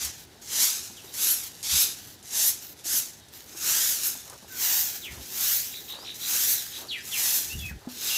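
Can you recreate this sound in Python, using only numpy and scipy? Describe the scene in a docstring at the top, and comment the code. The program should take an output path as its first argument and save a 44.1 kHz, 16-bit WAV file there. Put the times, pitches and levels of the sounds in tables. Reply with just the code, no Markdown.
"""Quick broom strokes hiss over dusty packed earth, close to a mono microphone.
The grass stems make a smooth rush of noise, coloured by pressure, with small ticks and bright crackles.
Birds call nearby as gliding tones with echoes; sandals knock and scuff as short tones and dull noise.
A few puffs of air buffet the microphone as slow wobbling tones, over a soft outdoor background of noise."""
import sys
import numpy as np
from scipy import signal
from scipy.fft import rfft, irfft
from scipy.io import wavfile

SR = 44100
rng = np.random.default_rng(int(sys.argv[2]) if len(sys.argv) > 2 else 0)


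def materialize(psi):
    """Save the field psi as 16-bit PCM at rate SR to the path in sys.argv[1].

    A 1-D psi becomes a single channel; in a 2-D psi each row is a channel.
    """
    bounded = np.clip(np.atleast_2d(psi).T, -1, 1)
    quanta = np.round(bounded * 32767).astype(np.int16)
    wavfile.write(sys.argv[1], SR, quanta)


N = 360297
TIME = np.arange(N) / SR  # seconds
FREQS = np.maximum(np.arange(N // 2 + 1) * SR / N, 1)  # Hz
# colour of a light touch: thick stems, low rush, springy middle
DRAG_SCRAPE_DB, DRAG_RUSH_DB, DRAG_SPRING_DB = -10.5, 5, -2.5


def from_db(db):
    """Turn decibels into a gain."""
    return 10 ** (np.asarray(db) / 20)


def rms_one(x):
    """Scale a sound to an average strength (rms) of 1."""
    return x / np.sqrt(np.mean(x ** 2) + 1e-20)


def noise(length=N):
    """Plain random noise, the raw material of hiss and rumble."""
    return rng.standard_normal(length)


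def in_time(rows):
    """Read each column of a curve at every sample; the first column is the time."""
    seconds, *columns = np.transpose(rows)
    return [np.interp(TIME, seconds, column) for column in columns]


def colour(x, points):
    """Filter a sound by a curve of frequency (Hz) and level (dB)."""
    hz, db = np.transpose(points)
    gain = from_db(np.interp(np.log(FREQS), np.log(hz), db))
    return irfft(rfft(x) * gain, N)


def band(x, low_hz, high_hz, order=2):
    """Keep only the sound between two frequencies."""
    edges = [low_hz, min(high_hz, .45 * SR)]
    return signal.sosfilt(signal.butter(order, edges, "band", fs=SR, output="sos"), x + 1e-18)


def drift(rate):
    """Smooth random wander of strength 1, up to about `rate` turns a second."""
    return rms_one(irfft(rfft(noise()) / (1 + (FREQS / rate) ** 2), N))


def add(out, s, sound):
    """Mix a sound in at a time in seconds."""
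    at = max(round(s * SR), 0)
    out[at:at + len(sound)] += sound[:max(N - at, 0)]


def arch(length):
    """Progress from 0 to 1 through an event, and a rounded swell over it."""
    u = np.linspace(0, 1, int(length * SR))
    return u, np.abs(np.sin(np.pi * u))


def ease(u):
    """Smooth step from 0 to 1."""
    return .5 - .5 * np.cos(np.pi * np.clip(u, 0, 1))


def sing(hz):
    """A pure tone of rms 1 that follows a pitch track."""
    return np.sqrt(2) * np.sin(2 * np.pi * np.cumsum(hz) / SR)


def stroke(t, press_s, push_s, lift_s, landing_db, full_db, scrape_db, rush_db, spring_db, tips_db):
    """Gain and colour of a stroke: coarse as the push begins, brightest as the tips leave the ground."""
    land_s, lift_drop_db = 0.027, 19  # landing time; fall over the lift
    trail_db, trail_db_per_s = -17, 104  # a few stems trail on after the lift
    past_push = t - press_s - push_s
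    lifted = np.maximum(past_push, 0)
    pushed = np.clip((t - press_s) / push_s, 0, 1)
    pressing_db = (landing_db - full_db) * (1 - ease(t / press_s))
    # the push swells; with a lift quicker than 0.15 s it also gains force, with a slower one it loses it
    swell_db = 0.9 * np.sin(np.pi * pushed)
    lean_db = 2.5 * np.log(0.15 / lift_s) * (pushed - .5)
    lifting_db = np.maximum(-lift_drop_db * lifted / lift_s, trail_db - trail_db_per_s * lifted)
    pressure_db = pressing_db + swell_db + lean_db + lifting_db
    gain = ease(t / land_s + .5) * from_db(full_db + pressure_db)

    # the thick stems bite hardest where the push begins
    bite_db, bite_s = 3.5, 0.14
    bite = np.exp(-((t - press_s) / bite_s) ** 2)
    # the bundle rolls onto its tips as it leaves the ground; a quicker lift flares more
    snap_s, flare_s = 0.11, 0.038
    flare = snap_s / lift_s * np.exp(-np.abs(past_push) / flare_s)
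    treble_db = -1.4  # resting treble, before any flare
    # each dB of lost pressure shifts the colour
    lost_db = np.minimum(-pressure_db, 30)
    return gain, [scrape_db + 0.26 * lost_db + bite_db * (bite - .5),
                  rush_db,
                  spring_db - 0.12 * lost_db + 8.5 * flare + treble_db,
                  tips_db - 0.084 * lost_db + 10 * flare + treble_db]


def drag(t, length, level_db, tips_db):
    """Gain and colour of a light drag of the bundle on its way back: on, slowly sagging, off."""
    edge_s, sag_db = 0.057, 1  # time to start or stop; loss from start to end
    touching = ease(t / edge_s + .5) * ease((length - t) / edge_s + .5)
    sagging_db = level_db + sag_db * (1.5 - np.clip(t / length, 0, 1))
    return touching * from_db(sagging_db), [DRAG_SCRAPE_DB, DRAG_RUSH_DB, DRAG_SPRING_DB, tips_db]


def contact():
    """Force and four colours (dB) over time: touches add in power, and the strongest counts most."""
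    # Strokes: the broom lands, is pressed down, pushed along and lifted. Each row: start, press time,
    # push time and lift time in seconds, landing and full force in dB, then the basic colour in dB:
    # thick stems, low rush, springy middle, fine tips.
    stroke_rows = [(0.0, 0.044, 0.008, 0.094, -33, -31.5, -16, 1, -10, -18),
                   (0.42, 0.2, 0.036, 0.23, -46.5, -23.5, -18.5, 0.5, -3.5, -10.5),
                   (1.135, 0.11, 0.079, 0.14, -39, -28, -17, 1.5, 3, -8),
                   (1.634, 0.13, 0.06, 0.13, -34.5, -24.5, -18.5, 4, -1.5, -11),
                   (2.23, 0.16, 0.095, 0.1, -50.5, -25.5, -20, -1.5, -2.5, -11),
                   (2.846, 0.091, 0.043, 0.13, -33.5, -27.5, -19.5, -2, -2.5, -9.5),
                   (3.48, 0.23, 0.2, 0.3, -50.5, -26.5, -15.5, -1, -3, -6),
                   (4.035, 0.01, 0.03, 0.13, -30, -31.5, -17, -1.5, 1, -5.5),
                   (4.48, 0.18, 0.15, 0.24, -49.5, -28, -14.5, -0.5, -4.5, -0.5),
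                   (5.259, 0.21, 0.091, 0.23, -45.5, -28.5, -15, 1.5, -1, -0.5),
                   (6.15, 0.19, 0.18, 0.18, -45.5, -28, -15.5, 0, -1, -2.5),
                   (7.035, 0.2, 0.13, 0.21, -43.5, -28, -15.5, 0.5, -0.5, -4),
                   (7.889, 0.22, 0.19, 0.2, -47, -32, -14.5, 6, -2, -4)]
    # Light drags on the way back. Each row: start and length in seconds, basic force in dB, fine tips in dB.
    drag_rows = [(0.109, 0.14, -52.5, -5), (0.376, 0.05, -74, -12), (0.966, 0.18, -52.5, -6),
                 (1.414, 0.075, -45, 0), (1.482, 0.23, -51, -14), (1.933, 0.22, -51.5, -5),
                 (2.602, 0.13, -50.5, 3), (2.16, 0.054, -64, -12), (2.772, 0.13, -55.5, -14),
                 (3.33, 0.086, -51, -3), (3.41, 0.09, -59.5, -1), (4.2, 0.12, -57.5, -13),
                 (4.33, 0.25, -58, -15), (4.923, 0.06, -43, -1), (5.105, 0.42, -50.5, -8),
                 (5.75, 0.188, -51.5, 2), (5.928, 0.25, -54.5, -11), (6.6, 0.24, -44.5, -5),
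                 (6.842, 0.2, -53, -13), (7.485, 0.058, -45, -8), (7.585, 0.13, -48.5, -3)]
    t = TIME[::40]  # slow curves need fewer points
    touches = [stroke(t - s, *row) for s, *row in stroke_rows]
    touches += [drag(t - s, *row) for s, *row in drag_rows]
    # the dry bundle stirring in the air
    touches.append((from_db(-66), [DRAG_SCRAPE_DB, DRAG_RUSH_DB, DRAG_SPRING_DB, -9]))
    power = sum(gain ** 2 for gain, _ in touches)
    colours = [sum(gain ** 2 * tint[k] for gain, tint in touches) / power for k in range(4)]
    return in_time(np.column_stack([t, 10 * np.log10(power), *colours]))


def stem_contacts(force_db, ticks_per_s, spread_db, tick_db, flutter_db):
    """Pressed stems merge into a smooth rush; under a light touch single ticks stand out."""
    sizes = from_db(spread_db * np.minimum(rng.exponential(1, N), 3))
    hits = sizes ** 2 * (rng.random(N) < ticks_per_s / SR)
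    tick_power = signal.lfilter([1], [1, -.93], hits + 1e-18)  # each tick dies away quickly
    ticks = noise() * np.sqrt(np.abs(tick_power))
    share = np.minimum(from_db(tick_db - .3 * (force_db + 45)), .65)
    rush = noise() * from_db(flutter_db * drift(27))
    return np.sqrt(1 - share ** 2) * rush + share * rms_one(ticks)


def bounce(x, force_db, strength, lag_s, wander):
    """A nearby surface mirrors the hiss; the path changes as the broom swings, so the notches glide."""
    lag = lag_s * np.exp(wander * drift(0.99) - 0.00574 * (force_db + 30))
    delayed = np.interp(TIME - lag, TIME, x)
    return (x + strength * delayed) / np.hypot(1, strength)


def broom(force_db, scrape_db, rush_db, spring_db, tips_db):
    """Friction noise in overlapping registers, from the thick stems to the finest tips."""
    # Basic colour of the hiss. Each row: frequency in Hz, relative level in dB per Hz.
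    hiss_curve = [(250, -29), (530, -22.5), (750, -17), (1120, -19.5), (1550, -12.5), (2350, -12),
                  (3900, -4.5), (4550, -5), (6200, 1.5), (7300, -1), (8700, -6), (9900, -6.5),
                  (11400, -0.5), (15500, -11)]
    scrape_db = np.minimum(scrape_db, -4)  # keeps the thick stems in check
    rub = stem_contacts(force_db, ticks_per_s=600, spread_db=12.0, tick_db=-9.5, flutter_db=0.55)
    rub = bounce(rub, force_db, strength=0.29, lag_s=0.0008, wander=0.25)  # the ground
    rub = bounce(rub, force_db, strength=0.15, lag_s=0.0035, wander=0.049)  # the sweeper's legs
    spectrum = rfft(colour(rub, hiss_curve))
    unit = np.std(band(irfft(spectrum, N), 5000, 10000, order=6))
    # Each row: centre in Hz, level in dB; every register fades into its neighbours.
    registers = [(1800, scrape_db + 17.5), (3500, rush_db), (6200, 0), (9300, 0.37 * spring_db + 1.5),
                 (11500, spring_db + 2.5), (13800, tips_db + 10.5)]
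    centres_hz = [hz for hz, db in registers]
    hiss = np.zeros(N)
    for shares, (hz, db) in zip(np.eye(len(registers)), registers):
        register = irfft(spectrum * np.interp(FREQS, centres_hz, shares), N)
        hiss += from_db(db) * register
    return from_db(force_db - 0.9) * hiss / unit


def flicks(t60):
    """Stems slap down or flick free in short bright crackles that fade by 60 dB in t60 seconds."""
    # Each row: start in seconds, level in dB.
    flick_rows = [(0.034, -33), (0.195, -55), (1.02, -46), (1.629, -32), (2.227, -44), (2.79, -45),
                  (2.846, -45), (3.285, -47.5), (4.034, -24), (4.214, -46), (4.298, -37.5), (5.045, -44),
                  (5.258, -42), (6.143, -43), (6.62, -36), (6.814, -44), (6.982, -51), (7.591, -36)]
    strength, t = np.zeros(N), TIME[:SR // 8]
    for s, db in flick_rows:
        add(strength, s, from_db(db - 60 * t / t60))
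    return strength * rms_one(band(noise(), 4200, 11000))


def steps(t60, tail_db, tail_t60, slap_db, level_db):
    """Footfalls and soft knocks: a hollow low knock with a faint longer ring, and the slap of a sole."""
    # Each row: time in seconds, knock level in dB before the common level_db, pitch in Hz.
    step_rows = [(0.901, -37, 224), (1.044, -34, 385), (2.358, -42, 270), (2.857, -35, 327),
                 (2.941, -33, 248), (3.55, -34, 333), (4.153, -36, 259), (4.428, -37, 199),
                 (4.447, -59.5, 273), (7.713, -24.5, 162), (7.874, -17.5, 247)]
    out, t = np.zeros(N), TIME[:SR // 4]
    for s, db, hz in step_rows:
        fade = from_db(-60 * t / t60) + from_db(tail_db - 60 * t / tail_t60)
        knock = np.sin(2 * np.pi * hz * t) * fade * (1 - np.exp(-t / 0.0023))  # softened start
        slap = rms_one(band(noise(len(t)), 500, 1020, order=3)) * from_db(slap_db - 60 * t / 0.061)
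        add(out, s - .002, from_db(db + level_db) * knock + slap)
    return out


def scuffs(low_hz, high_hz):
    """A sandal sole slides a little way in the dust: a dull gritty swell."""
    # Each row: start in seconds, length in seconds, level in dB.
    scuff_rows = [(1.0, 0.23, -62.5), (4.242, 0.14, -49.5), (5.073, 0.18, -52), (5.85, 0.27, -51),
                  (6.76, 0.13, -48.5), (7.805, 0.14, -52.5)]
    force = np.zeros(N)
    for s, length, db in scuff_rows:
        add(force, s, from_db(db) * arch(length)[1])
    grit = band(noise(), low_hz, high_hz) * from_db(3.2 * drift(60))
    return force * rms_one(grit)


def shake_at(quaver, s, u):
    """The stretch of the birds' shared pitch wobble that begins with a call."""
    return np.roll(quaver, -int(s * SR))[:len(u)]


def falling_calls(quaver):
    """Rough calls: a tone glides down, fading, while its pitch trembles fast."""
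    # Each row: start and length in seconds, start and end pitch in Hz, basic level in dB.
    fall_rows = [(0.965, 0.056, 3620, 2640, -53), (5.015, 0.13, 4280, 1570, -45),
                 (6.88, 0.145, 4880, 1458, -38), (7.112, 0.1, 3890, 1880, -38),
                 (7.679, 0.062, 2560, 1290, -50), (8.091, 0.04, 3600, 2680, -39)]
    bend, fade_db, rough = -0.11, 23, 0.055  # sag of the glide (share), loss over a call, trembling (share)
    out = np.zeros(N)
    for s, length, start_hz, end_hz, db in fall_rows:
        u, swell = arch(length)
        glide = start_hz * (end_hz / start_hz) ** u * (1 + bend * swell)
        tone = sing(glide * (1 + rough * shake_at(quaver, s, u)))
        add(out, s, from_db(db + fade_db * (0.5839 - u)) * swell * tone)
    return out


def chatter(quaver, swoops_per_s, swoop_depth, rasp):
    """Harsh notes: uneven pulses in the throat keep swooping the pitch down."""
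    # Each row: start and length in seconds, upper pitch in Hz, level in dB between swoops.
    chatter_rows = [(5.71, 0.091, 3865, -41), (5.869, 0.099, 3870, -39), (6.036, 0.095, 3920, -38.5),
                    (6.194, 0.11, 4000, -37.5), (6.553, 0.074, 4070, -39.5), (6.713, 0.085, 3850, -40.5)]
    out = np.zeros(N)
    for s, length, hz, db in chatter_rows:
        u, swell = arch(length)
        shake = shake_at(quaver, s, u)
        turns = np.cumsum(swoops_per_s * np.exp(.5 * shake)) / SR
        swoop = (turns % 1) ** 5 * rng.random(64)[turns.astype(int) % 64]  # each to its own depth
        tone = sing(hz * (1 - swoop_depth * swoop + rasp * shake))
        add(out, s, from_db(db - 2.0 * swoop) * swell * tone)
    return out


def whistles(quaver):
    """Clear whistles: a tone with a slight tremble that starts level and glides late."""
    # Each row: start and length in seconds, start and end pitch in Hz, level in dB.
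    whistle_rows = [(1.06, 0.05, 3550, 4200, -55), (3.167, 0.14, 3870, 3600, -63),
                    (4.126, 0.11, 3650, 3500, -54), (4.485, 0.11, 1560, 1430, -50.5),
                    (5.948, 0.16, 4320, 6480, -49), (6.97, 0.09, 4550, 6100, -52),
                    (7.487, 0.069, 2597, 2980, -40.5), (7.577, 0.068, 3500, 3260, -42),
                    (7.611, 0.077, 2680, 2450, -39.5), (8.106, 0.08, 2786, 2730, -36.5)]
    bend, rough = 1.4, 0.022  # above 1 the glide comes late; trembling (share of the pitch)
    out = np.zeros(N)
    for s, length, start_hz, end_hz, db in whistle_rows:
        u, swell = arch(length)
        glide = start_hz * (end_hz / start_hz) ** (u ** bend)
        add(out, s, from_db(db) * swell * sing(glide * (1 + rough * shake_at(quaver, s, u))))
    return out


def yard(x, t60, wet_db, wall_lag_s, wall_db):
    """One clear echo from a nearby wall, then scattered ones from the brick piles."""
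    x = x + from_db(wall_db) * np.interp(TIME - wall_lag_s, TIME, x)
    t = TIME[:SR // 2]
    sparse = (rng.random(len(t)) < .03) * (t > .008)
    echoes = noise(len(t)) * sparse * from_db(-60 * t / t60)
    return x + from_db(wet_db) * signal.fftconvolve(x, echoes / np.linalg.norm(echoes))[:N]


def birds():
    """Falling calls and chatter with a longer echo, and clear whistles with a shorter one."""
    quaver = drift(730)
    rough = falling_calls(quaver) + chatter(quaver, swoops_per_s=59, swoop_depth=0.65, rasp=0.0444)
    return (yard(rough, t60=0.37, wet_db=-5.5, wall_lag_s=0.013, wall_db=-6.5)
            + yard(whistles(quaver), t60=0.21, wet_db=-4.0, wall_lag_s=0.013, wall_db=-10.5))


def puffs(eddy_hz, scatter, tumble_db):
    """Each gust rolls a few slow eddies over the microphone port, with finer turbulence on top."""
    # Each row: middle in seconds, length in seconds, level in dB.
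    puff_rows = [(0.05, 0.13, -48), (1.749, 0.09, -39), (5.121, 0.085, -46), (5.197, 0.11, -45),
                 (7.495, 0.12, -52), (7.565, 0.077, -34.5), (7.63, 0.24, -39.5), (7.732, 0.07, -38.5),
                 (7.761, 0.033, -39.5)]
    eddies = sing(eddy_hz * np.exp(scatter * drift(52.0)))
    turbulence = from_db(tumble_db) * rms_one(band(noise(), 58, 167))
    force = np.zeros(N)
    for s, length, db in puff_rows:
        add(force, s - length / 2, from_db(db) * arch(length)[1] ** 2)
    return band(force * (eddies + turbulence), 37, 520)


def background(force_db):
    """Distant outdoor rumble, with the soft rustle of the sweeper's clothes, which grows with effort."""
    # Outdoor air. Each row: frequency in Hz, relative level in dB per Hz.
    air_curve = [(25, -41), (45, -8), (75, 3), (120, 3), (200, -6), (400, -28), (520, -10), (800, -7),
                 (1150, -15.5), (1700, -10), (2400, -16.5), (3800, -10.5), (7000, -17.5), (15500, -26.5)]
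    air = from_db(-54) * rms_one(colour(noise(), air_curve))
    rest_db, effort_db, follows = -60, -57, 0.24  # at rest; added at full effort; share of the broom's swing
    effort = from_db(effort_db + follows * (force_db - force_db.max()))
    rustle = np.hypot(from_db(rest_db), effort) * from_db(2.2 * drift(3.5))
    return air + rustle * rms_one(band(noise(), 190.0, 453, order=3))


def scene():
    """Everything reaches one microphone, alike in both channels."""
    force_db, *colours_db = contact()
    # a light touch wavers over uneven ground
    lightness = ease((force_db.max() - force_db) / 30)
    force_db = force_db + 1.5 * lightness * drift(21)
    mono = broom(force_db, *colours_db) + flicks(t60=0.042)
    mono += steps(t60=0.033, tail_db=-16.5, tail_t60=0.28, slap_db=-48.0, level_db=-3.5)
    mono += scuffs(low_hz=374, high_hz=1250)
    mono += birds()
    mono += puffs(eddy_hz=67.95, scatter=0.25, tumble_db=-4.5)
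    mono += background(force_db)
    return np.array([mono, mono])


def record(dry):
    """A steep filter removes the top of the treble, above 15550 Hz."""
    return signal.sosfilt(signal.ellip(12, .1, 80, 15550, fs=SR, output="sos"), dry)


dry = scene()
out = record(dry)
materialize(out)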